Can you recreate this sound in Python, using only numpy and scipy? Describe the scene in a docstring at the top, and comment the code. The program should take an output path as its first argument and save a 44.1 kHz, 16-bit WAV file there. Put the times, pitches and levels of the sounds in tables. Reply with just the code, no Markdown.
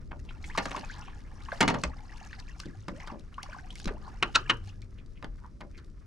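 """On a choppy lake, along the hull of a small fishing boat, heard through a two-port stereo microphone.
Water gurgles and fizzes in noise and rising bubbles; laps, gulps, plops and spills are single events.
An angler sets gear down on the deck in two clattering bursts of grainy, ringing noise, then swings in
a fish: three hard smacks ring the hull over a low hum that sinks away; drips and soft laps follow.
Behind it all lies the filtered noise of wind and swell, with booms of trapped air as low sines."""
import sys
import numpy as np
from scipy import signal
from scipy.fft import rfft, irfft, next_fast_len
from scipy.io import wavfile
from scipy.ndimage import uniform_filter1d, map_coordinates

SR = 44100
rng = np.random.default_rng(int(sys.argv[2]) if len(sys.argv) > 2 else 0)


def store_wav(level_fs):
    """Save 16-bit WAV to argv[1]."""
    pcm = np.round(np.clip(np.atleast_2d(level_fs), -1, 1) * 32767)
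    wavfile.write(sys.argv[1], SR, pcm.T.astype(np.int16))


N = 267246  # samples


def amp(db):
    """Amplitude of a level in dB."""
    return 10 ** (np.asarray(db) / 20)


def unit(x):
    """x scaled to rms 1."""
    return x / np.sqrt(np.mean(x ** 2) + 1e-20)


def along(points, hz):
    """Interpolate (frequency, value) points on a log frequency axis."""
    point_hz, values = np.transpose(points)
    return np.interp(np.log(hz + 1), np.log(point_hz + 1), values)


def curves(rows):
    """One value per sample for each column after the time."""
    times, *columns = np.transpose(rows)
    return [np.interp(np.arange(N) / SR, times, column) for column in columns]


def wobble(rate, size=N):
    """A smooth random curve with rate knots a second."""
    knots = rng.standard_normal(int(size * rate / SR) + 4)
    return map_coordinates(knots, [np.arange(size) * rate / SR])


def filtered(x, response):
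    """Multiply the spectrum of x by a response of frequency."""
    length = x.shape[-1]
    padded = next_fast_len(length + SR // 10)
    spectrum = rfft(x, padded) * response(np.fft.rfftfreq(padded, 1 / SR))
    return irfft(spectrum, padded)[..., :length]


def add(track, s, sound):
    """Mix a sound into a track at time s."""
    start = max(round(s * SR), 0)
    part = track[..., start:start + sound.shape[-1]]
    part += sound[..., :part.shape[-1]]


# How alike the two sides of broad sounds are: (frequency [Hz], correlation [0 to 1])
LIKENESS = [(25, 0.83), (1000, 0.5), (13000, 0.9)]


def spread(pair, spectrum):
    """Two unrelated signals, mixed as mid and side, become one coloured stereo sound of rms 1."""
    def mid_side(hz):
        turn = np.arccos(np.clip(along(LIKENESS, hz), -1, 1)) / 2
        return amp(along(spectrum, hz)) * [np.cos(turn), np.sin(turn)]

    mid, side = filtered(pair, mid_side)
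    return unit(np.array([mid + side, mid - side]))


def bubble(hz, t60, climb):
    """An air pocket rings as a decaying sine and rises by climb octaves over its life."""
    t = np.arange(int(t60 * SR) + 2) / SR
    pitch = hz * 2 ** (climb * t / t60)
    tone = np.sin(2 * np.pi * np.cumsum(pitch) / SR)
    return tone * amp(-60 * t / t60) * (1 - np.exp(-t * hz))


def crowd(low_hz, high_hz, cycles, range_db, count):
    """Many bubbles ring at random times, most of them faint; rms 1."""
    out = np.zeros(N)
    for when, pitch, life, size, climb in rng.random((count, 5)):
        hz = low_hz * (high_hz / low_hz) ** pitch
        sound = bubble(hz, cycles * (.5 + life) / hz, 1.7 * climb ** 1.3)
        add(out, when * N / SR, amp(range_db * size ** 3) * sound)
    return unit(out)


def dying(x, t, decay):
    """Each octave of x fades at its own speed from t = 0."""
    centres = np.geomspace(100, 12800, 8)

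    def octaves(hz):
        return np.array([along(list(zip(centres, pick)), hz) for pick in np.eye(len(centres))])

    fades = amp(-60 * np.maximum(t, 0) / along(decay, centres)[:, None])
    return np.sum(filtered(x, octaves) * fades, axis=0)


def voiced(x, thud_db, body_db, edge_db):
    """Weigh the bands of a blow; the short-time rms of the crack (1200-3500 Hz) peaks at 1."""
    edges = [70, 400, 1200, 3500, 15000]  # Hz; thud, body, crack, edge lie between
    out = 0
    for lo, hi, db in zip(edges, edges[1:], [thud_db, body_db, 0, edge_db]):
        band = filtered(x, lambda hz: 1 / (1 + (hz / hi) ** 10) - 1 / (1 + (hz / lo) ** 10))
        out = out + band * amp(db) / np.sqrt(uniform_filter1d(band ** 2, size=256).max())
    return out


PEAK_AT_S = .02  # where a blow reaches its peak


def blow(tone, decay, length, rise, grain_db, hold=0):
    """Grainy noise, like tiny contacts, swells to its peak, lasts for hold seconds and dies away."""
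    t = np.arange(SR // 2) / SR - PEAK_AT_S
    contacts = rng.standard_normal(len(t)) * amp(grain_db * wobble(400, size=len(t)))
    swell = np.exp(-(np.minimum(t, 0) / rise) ** 2)
    coloured = filtered(contacts, lambda hz: amp(along(tone, hz)))
    return dying(coloured * swell, (t - hold) / max(length, .1), decay)


def ringing(modes, width_hz, length):
    """Loose panels ring in rough bands, width_hz at 1 kHz and wider above; length scales the decay."""
    t = np.arange(SR // 2) / SR
    hz, db, t60 = np.transpose(modes)[:, :, None]
    width = width_hz * np.sqrt(hz / 1000)
    noise = rng.standard_normal((len(modes), len(t)))
    bands = filtered(noise, lambda f: np.exp(-2 * ((f - hz) / width) ** 2))
    fades = amp(db - 60 * t / (t60 * length)) * (1 - np.exp(-t / 0.0025))
    return sum(unit(band * fade) * np.sqrt(np.mean(fade ** 2) / 2) for band, fade in zip(bands, fades))


def glancing(x, echo_db, t60):
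    """Sound reaches each ear directly and by short detours over the rippled water and the deck."""
    t = np.arange(SR // 20) / SR
    shared = rng.standard_normal(len(t))
    paths = (shared + rng.standard_normal((2, len(t)))) * amp(-60 * t / t60)
    paths *= amp(echo_db) / np.linalg.norm(paths, axis=1, keepdims=True)
    return x + signal.fftconvolve(x[None], paths, axes=1)[:, :N]


# Waves running along the hull:
# (crest time [s], gurgle level [dB], fizz level [dB], ebb to 10 dB below the crest [s])
WAVES = [(0.69, -46.5, -56, 0.38), (1.564, -50, -57, 0.3), (2.22, -53, -62, 0.39),
         (2.598, -57.5, -63, 0.26), (3.011, -53, -61.5, 0.15), (3.525, -52.5, -62.5, 0.22),
         (3.784, -59, -55, 0.078), (4.076, -52, -62, 0.12), (4.381, -49.5, -61, 0.22),
         (4.68, -62, -59.5, 0.041)]
BUILD_SHARE = 0.64  # build-up time as a share of the ebb
CALM_GURGLE_DB, CALM_FIZZ_DB = -68.5, -74  # ripples between the waves


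def surge():
    """Each wave's power builds, crests and ebbs on top of the calm ripples; gives two dB curves."""
    t = np.arange(N) / SR
    gurgle, fizz = amp(CALM_GURGLE_DB) ** 2, amp(CALM_FIZZ_DB) ** 2
    for s, gurgle_db, fizz_db, ebb in WAVES:
        fade_db = -10 * np.maximum((s - t) / (BUILD_SHARE * ebb), (t - s) / ebb)
        gurgle = gurgle + amp(gurgle_db + fade_db) ** 2
        fizz = fizz + amp(fizz_db + fade_db) ** 2
    return 10 * np.log10(gurgle), 10 * np.log10(fizz)


# Colour of the low rush of water: (frequency [Hz], relative level [dB per Hz])
GURGLE_COLOUR = [(200, -6), (600, -20.5), (1200, -4.5), (2200, -12.5), (4000, -32.5), (9000, -46.5)]
# Colour of the fizz, also of the ticks: (frequency [Hz], relative level [dB per Hz])
FIZZ_COLOUR = [(1200, -12.5), (2800, -5.5), (5500, 1), (7500, -8), (9500, -10), (12000, -21),
               (15500, -50.5)]
RUSH_CALM_DB, RUSH_STIRRED_DB, BUBBLES_DB = -1, -7.5, -.5  # shares of the gurgle
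HISS_CALM_DB, HISS_BREAKING_DB, CRACKLE_DB, DROPLETS_DB = -5.5, -9.5, -5.5, -0.5  # shares of the fizz


def wash():
    """Moving water: a soft noise rush with rising bubbles, and a crackling fizz with spurts of droplets."""
    gurgle_db, fizz_db = surge()
    rush = spread(rng.standard_normal((2, N)) * amp(4.3 * wobble(70)), GURGLE_COLOUR)
    bubbles = crowd(722.3, 2739, cycles=42, range_db=15, count=2000)
    bubbles = bubbles * amp(3 * wobble(40))  # they come in clumps
    bubbles = unit(glancing(bubbles, echo_db=-3, t60=.055))
    stirred = np.clip((gurgle_db - CALM_GURGLE_DB) / 10, 0, 1)  # full 10 dB above calm
    rush_db = RUSH_CALM_DB + (RUSH_STIRRED_DB - RUSH_CALM_DB) * stirred
    gurgle = amp(rush_db) * rush + amp(BUBBLES_DB) * stirred * bubbles

    hiss = spread(rng.standard_normal((2, N)), FIZZ_COLOUR)
    crackle = rng.standard_normal((2, N)) * amp(7.5 * np.minimum(wobble(600), 2.6))
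    crackle = spread(crackle, FIZZ_COLOUR)
    droplets = crowd(2400, 9000, cycles=24, range_db=23, count=3000)
    droplets = glancing(droplets, echo_db=-4, t60=.02)
    droplets = unit(filtered(droplets, lambda hz: amp(along(FIZZ_COLOUR, hz))))
    breaking = np.clip((fizz_db - CALM_FIZZ_DB) / 10, 0, 1)
    hiss_db = HISS_CALM_DB + (HISS_BREAKING_DB - HISS_CALM_DB) * breaking
    spurts = amp(3.3 * wobble(45))
    # droplets fly only as waves break
    sparkle = amp(CRACKLE_DB) * crackle + amp(DROPLETS_DB) * breaking * droplets
    spray = amp(hiss_db) * hiss + spurts * sparkle
    return amp(gurgle_db) * gurgle + amp(fizz_db) * spray


# Waves meeting the hull:
# (time [s], crack level [dB], then thud, body, edge re crack [dB], length [factor])
LAPS = [(0.1139, -44, 0.5, -1, -21.5, 0.78), (2.6586, -62, 23, -12, 6.5, 0.38),
        (2.8838, -38.5, 0.5, -3.5, -9.5, 0.59), (3.075, -44, -6, -11, -5.5, 0.6),
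        (3.1187, -58.5, 18, 12, -7, 0.81), (3.8578, -44.5, 13.5, -22, 3, 0.2),
        (3.8763, -37, -4.5, -4, -10, 1), (5.2278, -46.5, -4, 1, -11.5, 0.3),
        (5.246, -43, 3, -2, -9.5, 0.36), (5.609, -48.5, 0.5, 1, -7.5, 0.69),
        (5.7797, -55.5, 3, -21.5, -3, 1.0)]
# Colour of a lap: (frequency [Hz], relative level [dB])
LAP_COLOUR = [(60, -15), (160, -4), (400, -6.5), (600, 7.5), (1300, -3.5), (2500, -13.5), (6000, -32),
              (10000, -44), (15500, -59.5)]
# Decay of a lap of length 1: (frequency [Hz], t60 [s])
LAP_DECAY = [(200, 0.53), (800, 0.21), (2500, 0.054), (8000, 0.025)]


def laps():
    """Small waves clap hollowly under the hull, their treble dying sooner than their bass."""
    out = np.zeros(N)
    for s, db, thud_db, body_db, edge_db, length in LAPS:
        clap = blow(LAP_COLOUR, LAP_DECAY, length, rise=0.002, grain_db=5.0)
        add(out, s - PEAK_AT_S, amp(db) * voiced(clap, thud_db, body_db, edge_db))
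    return out


# Hollows closing along the hull:
# (time [s], length [s], level [dB], start pitch [Hz], end pitch [Hz])
GULPS = [(2.926, 0.083, -51, 500, 790), (3.627, 0.034, -49.5, 710, 776), (3.933, 0.057, -51.5, 556, 1610)]


def gulps():
    """A hollow closes between water and hull: its unsteady note holds, then slides up ever faster."""
    out = np.zeros(N)
    for s, length, db, start_hz, end_hz in GULPS:
        progress = np.linspace(0, 1, int(length * SR))
        hz = start_hz * (end_hz / start_hz) ** (progress ** 2)
        flutter = amp(3 * wobble(160, size=len(progress)))
        arch = 2 * np.sqrt(progress * (1 - progress))
        note = np.sin(2 * np.pi * np.cumsum(hz) / SR)
        add(out, s, amp(db) * note * arch * flutter)
    return out


# Soft spills and bursts of spray:
# (crest time [s], crest level [dB], centre [Hz], time constant of swell and fade [s])
SPLASHES = [(0.296, -51, 2690, 0.009), (0.475, -54.5, 6540, 0.02), (0.926, -52, 3900, 0.03),
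            (1.08, -58, 2760, 0.038), (3.1, -43.5, 990, 0.022), (4.08, -49, 880, .022),
            (4.991, -55, 2447, 0.0076), (5.174, -60, 2390, 0.01), (5.447, -52, 1060, 0.02),
            (5.762, -56, 2030, 0.016)]


def splashes():
    """Small spills of water swell and fade as a grainy band of noise."""
    out = np.zeros(N)
    t = np.arange(SR // 2) / SR - 1 / 4
    half_width = 0.4  # octaves
    for s, db, hz, length in SPLASHES:
        spray = rng.standard_normal(len(t)) * amp(5.5 * wobble(300, size=len(t)))
        spray = filtered(spray, lambda f: 1 / (1 + np.abs(np.log2((f + 1) / hz) / half_width) ** 3))
        add(out, s + t[0], amp(db) * unit(spray) * np.exp(-np.abs(t) / length))
    return out


# Single plops and drips: (time [s], peak level [dB], starting pitch [Hz], t60 [s])
PLOPS = [(0.308, -36, 1260, 0.017), (0.442, -29.5, 2090, 0.012), (0.499, -36.5, 1680, 0.069),
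         (0.55, -26.5, 1060, 0.036), (0.747, -22, 990, 0.029), (0.833, -29, 790, 0.014),
         (0.842, -36, 2350, 0.02), (0.898, -36, 1450, 0.08), (1.081, -37.5, 990, 0.031),
         (1.485, -25, 967, 0.025), (1.519, -24.5, 1500, 0.019), (1.526, -21.5, 639, 0.03),
         (1.933, -44, 1102, 0.046), (2.12, -45, 1560, 0.071), (2.212, -39, 724, 0.068),
         (2.33, -28.5, 1790, 0.012), (2.599, -41.5, 1095, 0.051), (2.634, -39, 1504, 0.019),
         (3.001, -34.5, 1980, 0.018), (3.035, -42, 956, 0.034), (3.343, -39, 2820, 0.0084),
         (3.381, -31, 1010, 0.075), (3.436, -36.5, 732, 0.045), (3.46, -32.5, 1050, 0.01),
         (3.487, -42.5, 573, 0.093), (3.529, -35, 1410, 0.037), (3.546, -37.5, 990, 0.048),
         (3.565, -37, 760, 0.044), (3.586, -38, 1420, 0.044), (3.705, -33.5, 3030, .02),
         (3.757, -40, 2030, 0.026), (4.695, -43.5, 2650, 0.026), (4.824, -44.5, 2170, 0.021)]
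# Single droplets and small clicks: (time [s], peak level [dB])
TICKS = [(2.4, -38), (2.6, -31), (3.196, -45), (3.43, -30.5), (3.7556, -31), (3.8, -33.5), (3.8434, -35),
         (4.819, -41.5), (5.061, -54)]
CLIMB_OCTAVES_PER_S, DEEP_HZ = 34, 1050  # pockets below DEEP_HZ lie deeper and climb more slowly
PUFF_DB = -9  # wet puff of noise beside each plop


def drops():
    """Single air pockets plop with a wet puff and climb in pitch; droplets and small parts tick."""
    out = np.zeros(N)
    for s, db, hz, t60 in PLOPS:
        climb = CLIMB_OCTAVES_PER_S * min(hz / DEEP_HZ, 1) ** 2 * t60
        add(out, s, amp(db) * bubble(hz, t60, climb))
        puff_colour = [(hz / 4, -40), (hz, 0), (hz * 3, -18), (hz * 9, -65)]
        puff = blow(puff_colour, [(hz, .07)], 0.78, rise=0.0007, grain_db=1.5)
        add(out, s - PEAK_AT_S, amp(db + PUFF_DB) * puff / np.abs(puff).max())
    for s, db in TICKS:
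        tick = blow(FIZZ_COLOUR, [(3000, 0.029), (10000, 0.012)], 0.52, rise=0.000095, grain_db=7.5)
        add(out, s - PEAK_AT_S, amp(db) * tick / np.abs(tick).max())
    return glancing(out, echo_db=-14.0, t60=0.1)


# Hard smacks on the hull: (time [s], crack level [dB], then thud, body, edge re crack [dB],
# rise [s], rattle [s], resonance [Hz])
SMACKS = [(4.2276, -23.5, -10, -3.5, -9, 0.0018, 0.0026, 2410),
          (4.359, -19.5, -22.5, -7, -1, 0.0077, 0.00033, 1390),
          (4.499, -20.5, -14, -8, -10.5, 0.0036, 0.0078, 3040)]
# Colour of a smack: (frequency [Hz], relative level [dB])
SMACK_COLOUR = [(80, -34.5), (300, -12), (700, -8.5), (1400, 5), (2200, 1), (2900, 4), (3900, -4),
                (5400, -13.5), (7000, -19), (9300, -31), (15500, -65.5)]
# Decay of a smack: (frequency [Hz], t60 [s])
SMACK_DECAY = [(300, 0.2), (1400, 0.064), (4500, 0.016), (10000, 0.034)]
# Ringing of the hull: (frequency [Hz], relative level [dB], t60 [s])
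HULL_MODES = [(408, -8, 0.41), (900, 1.5, .14), (1220, 1.5, 0.2), (1550, 1, 0.2), (2975, -8.5, 0.3)]
HULL_RING_DB = -17


def smacks():
    """Hard wet smacks, each with its own bright resonance, set the hull ringing."""
    out, ring = np.zeros(N), np.zeros(N)
    for s, db, thud_db, body_db, edge_db, rise, hold, hz in SMACKS:
        slap = blow(SMACK_COLOUR, SMACK_DECAY, 0.99, rise, grain_db=2.5, hold=hold)
        slap = filtered(slap, lambda f: 1 + 2.0 / (1 + ((f - hz) / 150) ** 2))
        add(out, s - PEAK_AT_S, amp(db) * voiced(slap, thud_db, body_db, edge_db))
        add(ring, s, amp(db) * ringing(HULL_MODES, width_hz=170, length=1))
    return out + amp(HULL_RING_DB) * ring


# Gear set down on the deck:
# (time [s], crack level [dB], then thud, body, edge re crack [dB], length [factor])
KNOCKS = [(0.576, -28, -17, 1.5, -7.5, 0.7), (0.6553, -33.5, -10, -2.5, -9.5, 0.39),
          (0.7086, -40, -23, 0, -9.5, 0.7), (0.763, -40, -11, 3, -7.5, 0.83),
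          (1.6063, -20.5, -5.5, -10, -6.5, 0.91), (1.625, -31, 0, 3.5, -5, 0.55),
          (1.679, -24, -9.5, -6.5, -8.5, 0.83), (1.697, -36.5, 2, -3, -7, 0.88),
          (1.7416, -34.5, -7.5, 1, -12.5, 0.7), (1.8362, -29, -7, -5, -4.5, 0.39)]
# Colour of a knock: (frequency [Hz], relative level [dB])
KNOCK_COLOUR = [(50, -11.5), (110, -0.5), (250, 5.5), (430, -8.5), (600, -3.5), (930, -1), (1400, -5),
                (3000, -13.5), (6000, -13.5), (9500, -25.5), (15500, -51.5)]
# Decay of a knock of length 1: (frequency [Hz], t60 [s])
KNOCK_DECAY = [(150, 0.59), (900, 0.18), (2500, 0.085), (9000, 0.028)]
# Ringing of the gear at length 1: (frequency [Hz], relative level [dB], t60 [s])
GEAR_MODES = [(180, -3, 0.14), (288, 0, 0.21), (394, 1, 0.16), (775, -2.5, 0.18), (907, 3.5, 0.15),
              (1830, -2, 0.14), (2920, -5.5, 0.12), (4324, -20.5, 0.29)]
KNOCK_HOLD_S, GEAR_RING_DB = 0.0067, -1  # rattle of a knock of length 1; level of the ringing


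def knocks():
    """Gear clatters on the deck in short grainy blows and rings in rough bands."""
    out, ring = np.zeros(N), np.zeros(N)
    for s, db, thud_db, body_db, edge_db, length in KNOCKS:
        clatter = blow(KNOCK_COLOUR, KNOCK_DECAY, length, rise=0.0007 * length, grain_db=3.5,
                       hold=KNOCK_HOLD_S * length)
        add(out, s - PEAK_AT_S, amp(db) * voiced(clatter, thud_db, body_db, edge_db))
        # a short, damped knock rings less
        add(ring, s, amp(db) * length * ringing(GEAR_MODES, width_hz=60, length=length))
    return out + amp(GEAR_RING_DB) * ring


# Decay of the tail from deck and hull: (frequency [Hz], t60 [s])
BOAT_DECAY = [(200, 0.3), (1300, 0.13), (5000, 0.15), (12000, 0.0073)]


def boat(x):
    """Deck and hull scatter a short tail, different at each ear."""
    t = np.arange(SR // 2) / SR
    tails = np.array([dying(rng.standard_normal(len(t)), t, BOAT_DECAY) for ear in range(2)])
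    return signal.fftconvolve(x[None], tails / np.linalg.norm(tails[0]), axes=1)[:, :N]


# Low hum beneath and after the smacks, before its wavering: (time [s], pitch [Hz], level [dB])
HUM = [(4.1, 132, -77), (4.25, 130.6, -50), (4.48, 119.3, -47.5), (4.62, 98.3, -40.5), (5.0, 100.4, -48),
       (5.12, 99, -88)]


def hum():
    """A low sine swells, sinks and fades, wavering in pitch and level."""
    hz, level_db = curves(HUM)
    phase = 2 * np.pi * np.cumsum(hz * (1 + .05 * wobble(35))) / SR
    return np.sin(phase) * amp(level_db + 2.5 * wobble(20))


# Air trapped under the hull: (time [s], peak level [dB], starting pitch [Hz], t60 [s])
BOOMS = [(1.851, -20, 59, 0.19), (2.767, -33, 100, 0.25), (3.864, -10, 28.5, 0.14),
         (3.908, -22.5, 390, 0.036), (5.28, -18, 33, 0.17)]


def booms():
    """Trapped air booms and gulps as low decaying sines that rise in pitch."""
    out = np.zeros(N)
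    for s, db, hz, t60 in BOOMS:
        add(out, s, amp(db) * bubble(hz, t60, climb=0.406))
    return out


# Wind and swell: (time [s], level [dB])
SWELL = [(0.0, -41), (3.44, -46.5), (3.81, -42), (6.06, -47)]
# Colour of wind and swell: (frequency [Hz], relative level [dB per Hz])
RUMBLE_COLOUR = [(12, -26.5), (20, 5), (64, -2.5), (290, -20), (700, -36), (910, -56.5), (1540, -120)]


def rumble():
    """Wind and swell drone as low noise spread over both sides."""
    level_db, = curves(SWELL)
    return amp(level_db) * spread(rng.standard_normal((2, N)), RUMBLE_COLOUR)


def scene():
    """Water, gear and fish share the tail of the boat; wash and the low background are added without it."""
    gear = glancing(knocks(), echo_db=-11, t60=0.06)
    hits = glancing(smacks(), echo_db=-12.5, t60=0.01)
    water = glancing(laps() + splashes() + gulps(), echo_db=-11.0, t60=0.039) + drops()
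    sends = amp(-11.5) * gear + amp(-17.0) * hits + amp(-12.0) * water
    tail = boat(np.mean(sends, axis=0))
    background = rumble() + hum() + booms()
    return gear + hits + water + tail + wash() + background


# Colour difference of the microphone ports: (frequency [Hz], left minus right [dB])
PORT_LEAN = [(30, 3.5), (150, -0.9), (600, -0.5), (4500, -0.1)]
# Phase difference of the ports: (frequency [Hz], lead of the left [rad])
PORT_LEAD = [(100, -0.1), (780, -0.5), (3100, -0.6), (10000, -0.17)]
TOP_HZ = 15700  # band limit


def record(dry):
    """The two microphone ports differ a little in colour and phase; nothing passes the band limit."""
    side = np.array([[1], [-1]]) / 2

    def ports(hz):
        colour = amp(side * along(PORT_LEAN, hz))
        phase = np.exp(1j * side * along(PORT_LEAD, hz))
        return colour * phase * (hz < TOP_HZ)

    return filtered(dry, ports)


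dry = scene()
out = record(dry)
store_wav(out)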